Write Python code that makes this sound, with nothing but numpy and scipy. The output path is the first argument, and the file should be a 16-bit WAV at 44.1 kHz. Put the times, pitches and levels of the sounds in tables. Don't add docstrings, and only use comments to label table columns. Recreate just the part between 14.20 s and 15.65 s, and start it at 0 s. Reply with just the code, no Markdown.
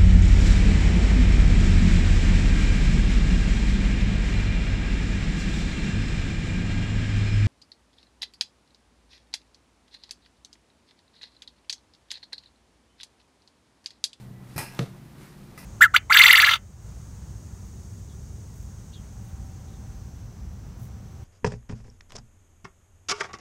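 import sys
import numpy as np
from scipy import signal
from scipy.fft import rfft, irfft
from scipy.io import wavfile
from scipy.ndimage import uniform_filter1d

SR = 44100
rng = np.random.default_rng(int(sys.argv[2]) if len(sys.argv) > 2 else 0)


def store_pcm(level_fs):
    pcm = np.round(np.clip(level_fs, -1, 1) * 32767).astype(np.int16)
    wavfile.write(sys.argv[1], SR, np.atleast_2d(pcm).T)


def linear_from_db(decibels):
    return 10 ** (np.asarray(decibels, float) / 20)


N = 63945


def white():
    return rng.standard_normal(N)


def evened(x):
    return x / np.sqrt(np.mean(x ** 2) + 1e-20)


def read(points, hz):
    f, value = np.transpose(points)
    return np.interp(np.log(hz + 1), np.log(f + 1), value)


def since(s):
    return np.maximum(np.arange(N) / SR - s, 0)


def curve(points, order=1):
    rows = np.array(points)
    return np.interp(np.arange(N) / SR, rows[:, 0], rows[:, order])


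def colour(x, points, low_db):
    hz = np.fft.rfftfreq(N, 1 / SR)
    below = low_db * np.log2(np.maximum(points[0][0] / (hz + 1), 1))
    return evened(irfft(rfft(x) * linear_from_db(read(points, hz) + below), N))


def resonate(x, hz, width_hz):
    turn = np.exp(2j * np.pi * np.cumsum(hz * np.ones(N)) / SR)
    r = np.exp(-np.pi * width_hz / SR)
    return 2 * (turn * signal.lfilter([1 - r], [1, -r], x / turn)).real


def grainy(spread_db, size):
    flicker = evened(uniform_filter1d(white(), size))
    return white() * linear_from_db(spread_db * flicker)


def ring(modes, s, contact_s):
    t = since(s)
    push = 1 - np.exp(-t / contact_s)
    return push * sum(linear_from_db(db - 60 * t / t60) * np.sin(2 * np.pi * hz * t) for hz, db, t60 in modes)


def tone(points, order):
    waver_db = 1.5
    smooth = uniform_filter1d(white(), size=900)
    waver = evened(uniform_filter1d(smooth, size=900))
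    level = np.sqrt(2) * linear_from_db(curve(points, order + 1) + waver_db * waver)
    phase = 2 * np.pi * np.cumsum(curve(points, order)) / SR
    return level * np.sin(phase + 0.41 * waver)


# f/Hz, width/Hz, level/dB
HUM = [(149.3, 7.5, -55.5), (222.3, 20, -64.5), (251, 17, -65.5), (350.6, 8, -66)]
# t/s, low tone f/Hz, level/dB, upper tone f/Hz, level/dB
MOTOR = [(0, 120.8, -44, 196.6, -53.5), (.15, 123, -46, 189.8, -48), (.33, 123.8, -46.5, 191.3, -56.5),
         (.5, 126.2, -50.5, 190.6, -52), (.75, 123, -47, 190.8, -48), (.9, 124.8, -55.5, 191.1, -66),
         (1.0, 131.5, -53.5, 193.4, -53), (1.1, 143.7, -48.5, 194.2, -63.5),
         (1.19, 145.2, -51, 193.5, -52.5), (1.26, 125.6, -53, 192.5, -53.5), (1.32, 128, -55, 191, -52),
         (1.345, 134.9, -65, 193.4, -64), (1.4, 146, -54, 194.4, -58.5), (1.45, 134, -61, 190, -45.5)]
# t/s, f/Hz, level/dB
WHINE = [(0, 1972, -77), (.12, 1972, -77), (.16, 1972, -70), (.26, 1972, -71), (.3, 1975, -77),
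         (.7, 1980, -75), (.93, 1982, -72), (.97, 1885, -74), (1.17, 1880, -73), (1.22, 1880, -85),
         (1.45, 1880, -85)]
# f/Hz, level/dB per Hz
AIR = [(12, -42), (20, -4.5), (74, -5.5), (154, -7), (198, -5), (485, -17), (5500, -38), (10000, -39.5),
       (16000, -38)]
AIR_DB = -51


def fridge():
    hum = np.zeros(N)
    for hz, width_hz, db in HUM:
        narrow = resonate(white(), hz, width_hz)
        hum += linear_from_db(db) * evened(resonate(narrow, hz, 2 * width_hz))
    tones = tone(MOTOR, order=1) + tone(MOTOR, order=3) + tone(WHINE, order=1)
    return hum + tones + linear_from_db(AIR_DB) * colour(white(), AIR, -7)


# t/s, level/dB
DRAG = [(0, -56.5), (.07, -64), (.19, -71), (.3, -57.5), (.36, -54.5), (.5, -58.5), (.58, -51), (.72, -62),
        (.9, -63), (.96, -60), (1.02, -55.5), (1.11, -58), (1.15, -60.5), (1.27, -60.5), (1.33, -60.5),
        (1.45, -55.5)]
# f/Hz, level/dB per Hz
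DRAG_COLOUR = [(180, -59), (300, -3.5), (418, -2), (546, -27), (725, -6), (1190, -8), (11500, -18.5),
               (16000, -30)]
# t/s, half length/s, level/dB, f/Hz
SCUFFS = [
    (0.558, 0.037, -52.5, 870),
    (0.755, 0.024, -56, 735),
    (0.969, 0.024, -58.5, 980),
    (1.042, 0.042, -58, 1470),
    (1.331, 0.019, -56, 640),
    (0.236, 0.043, -61.5, 870),
]
SCUFF_WIDTH_OVER_HZ = 1.27
SWISH_AT_S, SWISH_S, SWISH_DB, SWISH_HZ, SWISH_WIDTH_HZ = 1.012, .025, -62.5, 9000, 9000


def drag():
    t = np.arange(N) / SR
    rub = grainy(1.7, size=150)
    scuff = np.zeros(N)
    for s, half_s, db, hz in SCUFFS:
        width_hz = SCUFF_WIDTH_OVER_HZ * hz
        dull = evened(resonate(resonate(rub, hz, width_hz), hz, width_hz))
        scuff += linear_from_db(db) * np.exp(-((t - s) / half_s) ** 2) * dull
    bright = evened(resonate(grainy(1.5, size=120), SWISH_HZ, SWISH_WIDTH_HZ))
    u = since(SWISH_AT_S) / SWISH_S
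    swish = linear_from_db(SWISH_DB) * u * np.exp(1 - u) * bright
    return swish + linear_from_db(curve(DRAG)) * colour(grainy(0.99, size=200), DRAG_COLOUR, -5) + scuff


# t/s, level/dB, f/Hz, width/Hz
DRIPS = [(0.3695, -46, 12800, 1500), (0.3818, -37, 1500, 1500), (.3822, -39, 8400, 2500),
         (0.393, -32, 7000, 9000), (.3952, -35, 9500, 3000), (0.408, -44, 4760, 1500),
         (0.5233, -54, 5870, 1500), (.5235, -50, 12000, 8000), (0.538, -48, 12000, 6000),
         (.549, -53, 12500, 3000), (0.548, -51, 4900, 2500), (.297, -63, 11000, 1500),
         (1.3875, -47.5, 11500, 4500), (1.3903, -51, 5200, 1500), (1.3915, -53, 11500, 5000),
         (1.3965, -51, 12000, 4000), (1.4455, -52, 9000, 9000), (1.3757, -48, 14000, 4000)]
DRIP_S = 0.0012
# f/Hz, level/dB, t60/s
BUBBLE = [(3430, -42, 0.018)]
BUBBLE_AT_S = .567


def drips():
    noise = white()
    out = ring(BUBBLE, BUBBLE_AT_S, DRIP_S)
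    for s, db, hz, width_hz in DRIPS:
        u = since(s) / DRIP_S * np.sqrt(width_hz / 1500)
        out = out + linear_from_db(db) * u * np.exp(1 - u) * evened(resonate(noise, hz, width_hz))
    return out


# t/s, level/dB, contact/s
THUDS = [
    (.3596, -16, 0.011),
    (1.372, -34.5, 0.013),
    (1.312, -43, 0.011),
]
# f/Hz, level/dB, t60/s
THUD_MODES = [(94.4, -14, 0.22), (123, 0, 0.081), (145.6, -5, 0.14), (201, -3, 0.052), (258, 3, 0.024),
              (342.7, -24.5, 0.18)]


def thuds():
    return sum(-linear_from_db(db) * ring(THUD_MODES, s, contact_s) for s, db, contact_s in THUDS)


SLAP_AT_S = [.3612, .3798, 1.3766, 1.4452]
# snap level/dB, spray level/dB, spray t60/s, brightness/dB
SLAPS = [
    (-42, -42, 0.24, -2),
    (-17.5, -35.5, 0.28, 0.2),
    (-41, -51, 0.47, 1),
    (-47, -57, 0.11, -3),
]
# f/Hz, level/dB, t60/s
SNAP = [(846, 1.5, 0.0044), (1254, -20, 0.019), (2102, -14, 0.021), (3120, -4, 0.0026), (4800, 1, 0.0031),
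        (6670, -1.5, 0.0032), (8200, -3, .0025), (9700, -1, 0.0016), (11700, 4.5, 0.0023),
        (14500, -1, 0.0025)]
SNAP_S = .00015
# f/Hz, level/dB per Hz
SPRAY = [(150, -19), (250, 6.5), (354, 2.5), (875, 2), (1180, -3.5), (2490, -4), (3580, -18), (9490, -14),
         (16000, -26)]
# f/Hz, width/Hz, level/dB, t60 as multiple of the spray's
SPRAY_RINGS = [(905, 95, -0.5, 1.1), (1311, 33, -7.5, 1.1), (1636, 22, -6.5, 2.1), (1978, 100, 0, 1.1),
               (2433, 85, -3, 1.7), (2688, 160, -4, 1.9), (4110, 170, -9, 1.3), (5150, 550, 1, 1.3),
               (9500, 2100, 2.5, 1.1), (12000, 2300, 1, .9)]
RING_SHARE_DB, SPRAY_RISE_S, SPRAY_GRAIN_DB = -7, 0.00065, 2
BURST_DB, BURST_T60_S, BRIGHT_HZ = -11, 0.014, 1100
# f/Hz, level/dB, t60/s
TAP = [(1258, -41.5, 0.052), (1726, -47, 0.063), (2014, -43.5, 0.062), (2700, -51, 0.031), (5200, -54, .03),
       (5900, -52, .03)]


def slaps():
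    spray = colour(grainy(SPRAY_GRAIN_DB, size=60), SPRAY, -6)
    rings = []
    for hz, width_hz, db, linger in SPRAY_RINGS:
        band = evened(resonate(grainy(SPRAY_GRAIN_DB, size=150), hz, width_hz))
        rings.append((linear_from_db(RING_SHARE_DB + db) * band, linger))
    out = ring(TAP, SLAP_AT_S[2], SNAP_S)
    for s, (snap_db, spray_db, t60, bright_db) in zip(SLAP_AT_S, SLAPS):
        t = since(s)
        tail = (linear_from_db(-60 * t / t60) + linear_from_db(BURST_DB - 60 * t / BURST_T60_S)) * spray
        tail = tail + sum(linear_from_db(-60 * t / (t60 * linger)) * band for band, linger in rings)
        low = signal.lfilter(*signal.butter(1, BRIGHT_HZ, fs=SR), tail)
        tail = low * linear_from_db(-bright_db) + (tail - low) * linear_from_db(bright_db)
        out += linear_from_db(snap_db) * ring(SNAP, s, SNAP_S)
        out += linear_from_db(spray_db) * (1 - np.exp(-t / SPRAY_RISE_S)) * tail
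    return out


def chirp(s, length_s, top_hz, end_hz, db):
    u = np.minimum(since(s) / length_s, 1)
    cycles = length_s * u * (top_hz + (end_hz - top_hz) * u / 2)
    return linear_from_db(db) * np.sqrt(abs(np.sin(np.pi * u))) * np.sin(2 * np.pi * cycles)


KNOCK_AT_S = [.5907, .5915, .5939]
KNOCKS = [
    -31,
    -26,
    -26.5,
]
# f/Hz, level/dB, t60/s
CRACK = [(1330, -22, 0.0091), (1840, -9, 0.0034), (2400, -11, 0.013), (2930, -20, 0.0026),
         (3600, -1.5, 0.0027), (4500, 0, 0.0039), (5760, -8.5, 0.0056), (6930, -6, 0.0048),
         (12500, -8.5, 0.0028)]
# t/s, length/s, top f/Hz, end f/Hz, level/dB
CHIRPS = [
    (.5916, .0029, 4800, 700, -22.5),
    (.5903, .002, 3200, 900, -32),
    (.5935, .004, 7800, 3600, -44),
    (.5907, .0016, 6800, 4600, -33),
]
# f/Hz, level/dB, t60/s
HEAD = [(357, -21.5, 0.024), (866, -29.5, 0.034), (1230, -24, 0.014), (2320, -33, .02), (2920, -36, 0.016),
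        (3630, -34, 0.021)]
HEAD_AT_S, HEAD_CONTACT_S = .5905, .0008
# f/Hz, level/dB per Hz
RATTLE = [(500, 5), (950, -5.5), (2800, -20.5), (3600, -13.5), (6000, -20), (11000, -28), (16000, -42)]
RATTLE_DB, RATTLE_T60_S = -32, 0.22
# f/Hz, level/dB, t60/s
PLINTH = [(76.4, -2, 0.029), (108, -24, 0.16), (128, -16.5, 0.69), (133.7, -3, 0.22), (158, 0, 0.134),
          (175.5, -2.5, 0.11), (224.4, -19.5, 0.24), (274, -30, 0.18), (310, -23, 0.18), (378, -34, 0.11),
          (463.7, -12.5, 0.15), (576, -13, 0.064), (723, -23, 0.097)]
PUSH_AT_S, PUSH_DB, PUSH_S = .5936, -15, 0.0095
DAMP_AT_S, DAMP_DB, DAMP_S = .648, -8.5, .004


def knock():
    crack = sum(linear_from_db(db) * ring(CRACK, s, SNAP_S) for s, db in zip(KNOCK_AT_S, KNOCKS))
    t = since(KNOCK_AT_S[1])
    rattle_level = (t > 0) * linear_from_db(RATTLE_DB - 60 * t / RATTLE_T60_S)
    rattle = rattle_level * colour(grainy(3.3, size=100), RATTLE, -2.3)
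    head = ring(HEAD, HEAD_AT_S, HEAD_CONTACT_S) + sum(chirp(*row) for row in CHIRPS)
    damp = linear_from_db(DAMP_DB * (1 - np.exp(-since(DAMP_AT_S) / DAMP_S)))
    boom = -damp * linear_from_db(PUSH_DB) * ring(PLINTH, PUSH_AT_S, PUSH_S)
    return crack + rattle + head, boom


# f/Hz, half width/Hz, level/dB
DIPS = [(3060, 400, -3), (7100, 670, -1.5)]


def floor_reflection(x):
    hz = np.fft.rfftfreq(N, 1 / SR)
    dip_db = sum(db * np.exp(-((hz - f) / half_hz) ** 2) for f, half_hz, db in DIPS)
    return irfft(rfft(x) * linear_from_db(dip_db), N)


# f/Hz, t60/s
ROOM = [(100, 0.36), (500, 0.24), (2000, 0.34), (8000, 0.32), (16000, 0.31)]
ROOM_DB = -10.5


def room(x):
    taps = np.zeros(SR // 2)
    at = np.arange(180, SR // 2 - 20, 20)
    taps[at + rng.integers(0, 20, len(at))] = rng.choice([-1., 1.], len(at))
    hz, t, z = signal.stft(taps, SR, nperseg=256)
    decay = linear_from_db(-60 * t / read(ROOM, hz)[:, None])
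    tail = signal.istft(z * decay, SR, nperseg=256)[1]
    return signal.fftconvolve(x, tail / np.linalg.norm(tail))[:N]


def scene():
    crack, boom = knock()
    mop = floor_reflection(drag() + drips() + slaps() + crack)
    return (mop + linear_from_db(ROOM_DB) * room(mop) + boom + thuds() + fridge())[None]


def low_pass(x):
    return signal.sosfilt(signal.butter(12, 15500, fs=SR, output="sos"), x)


def record(dry):
    edge_hz, slope_hz, top_db = 15500, 200, -14
    above = np.clip((np.fft.rfftfreq(N, 1 / SR) - edge_hz) / slope_hz, 0, 1)
    mix = irfft(rfft(dry) * linear_from_db(top_db * above), N)
    return low_pass(mix)


dry = scene()
out = record(dry)
store_pcm(out)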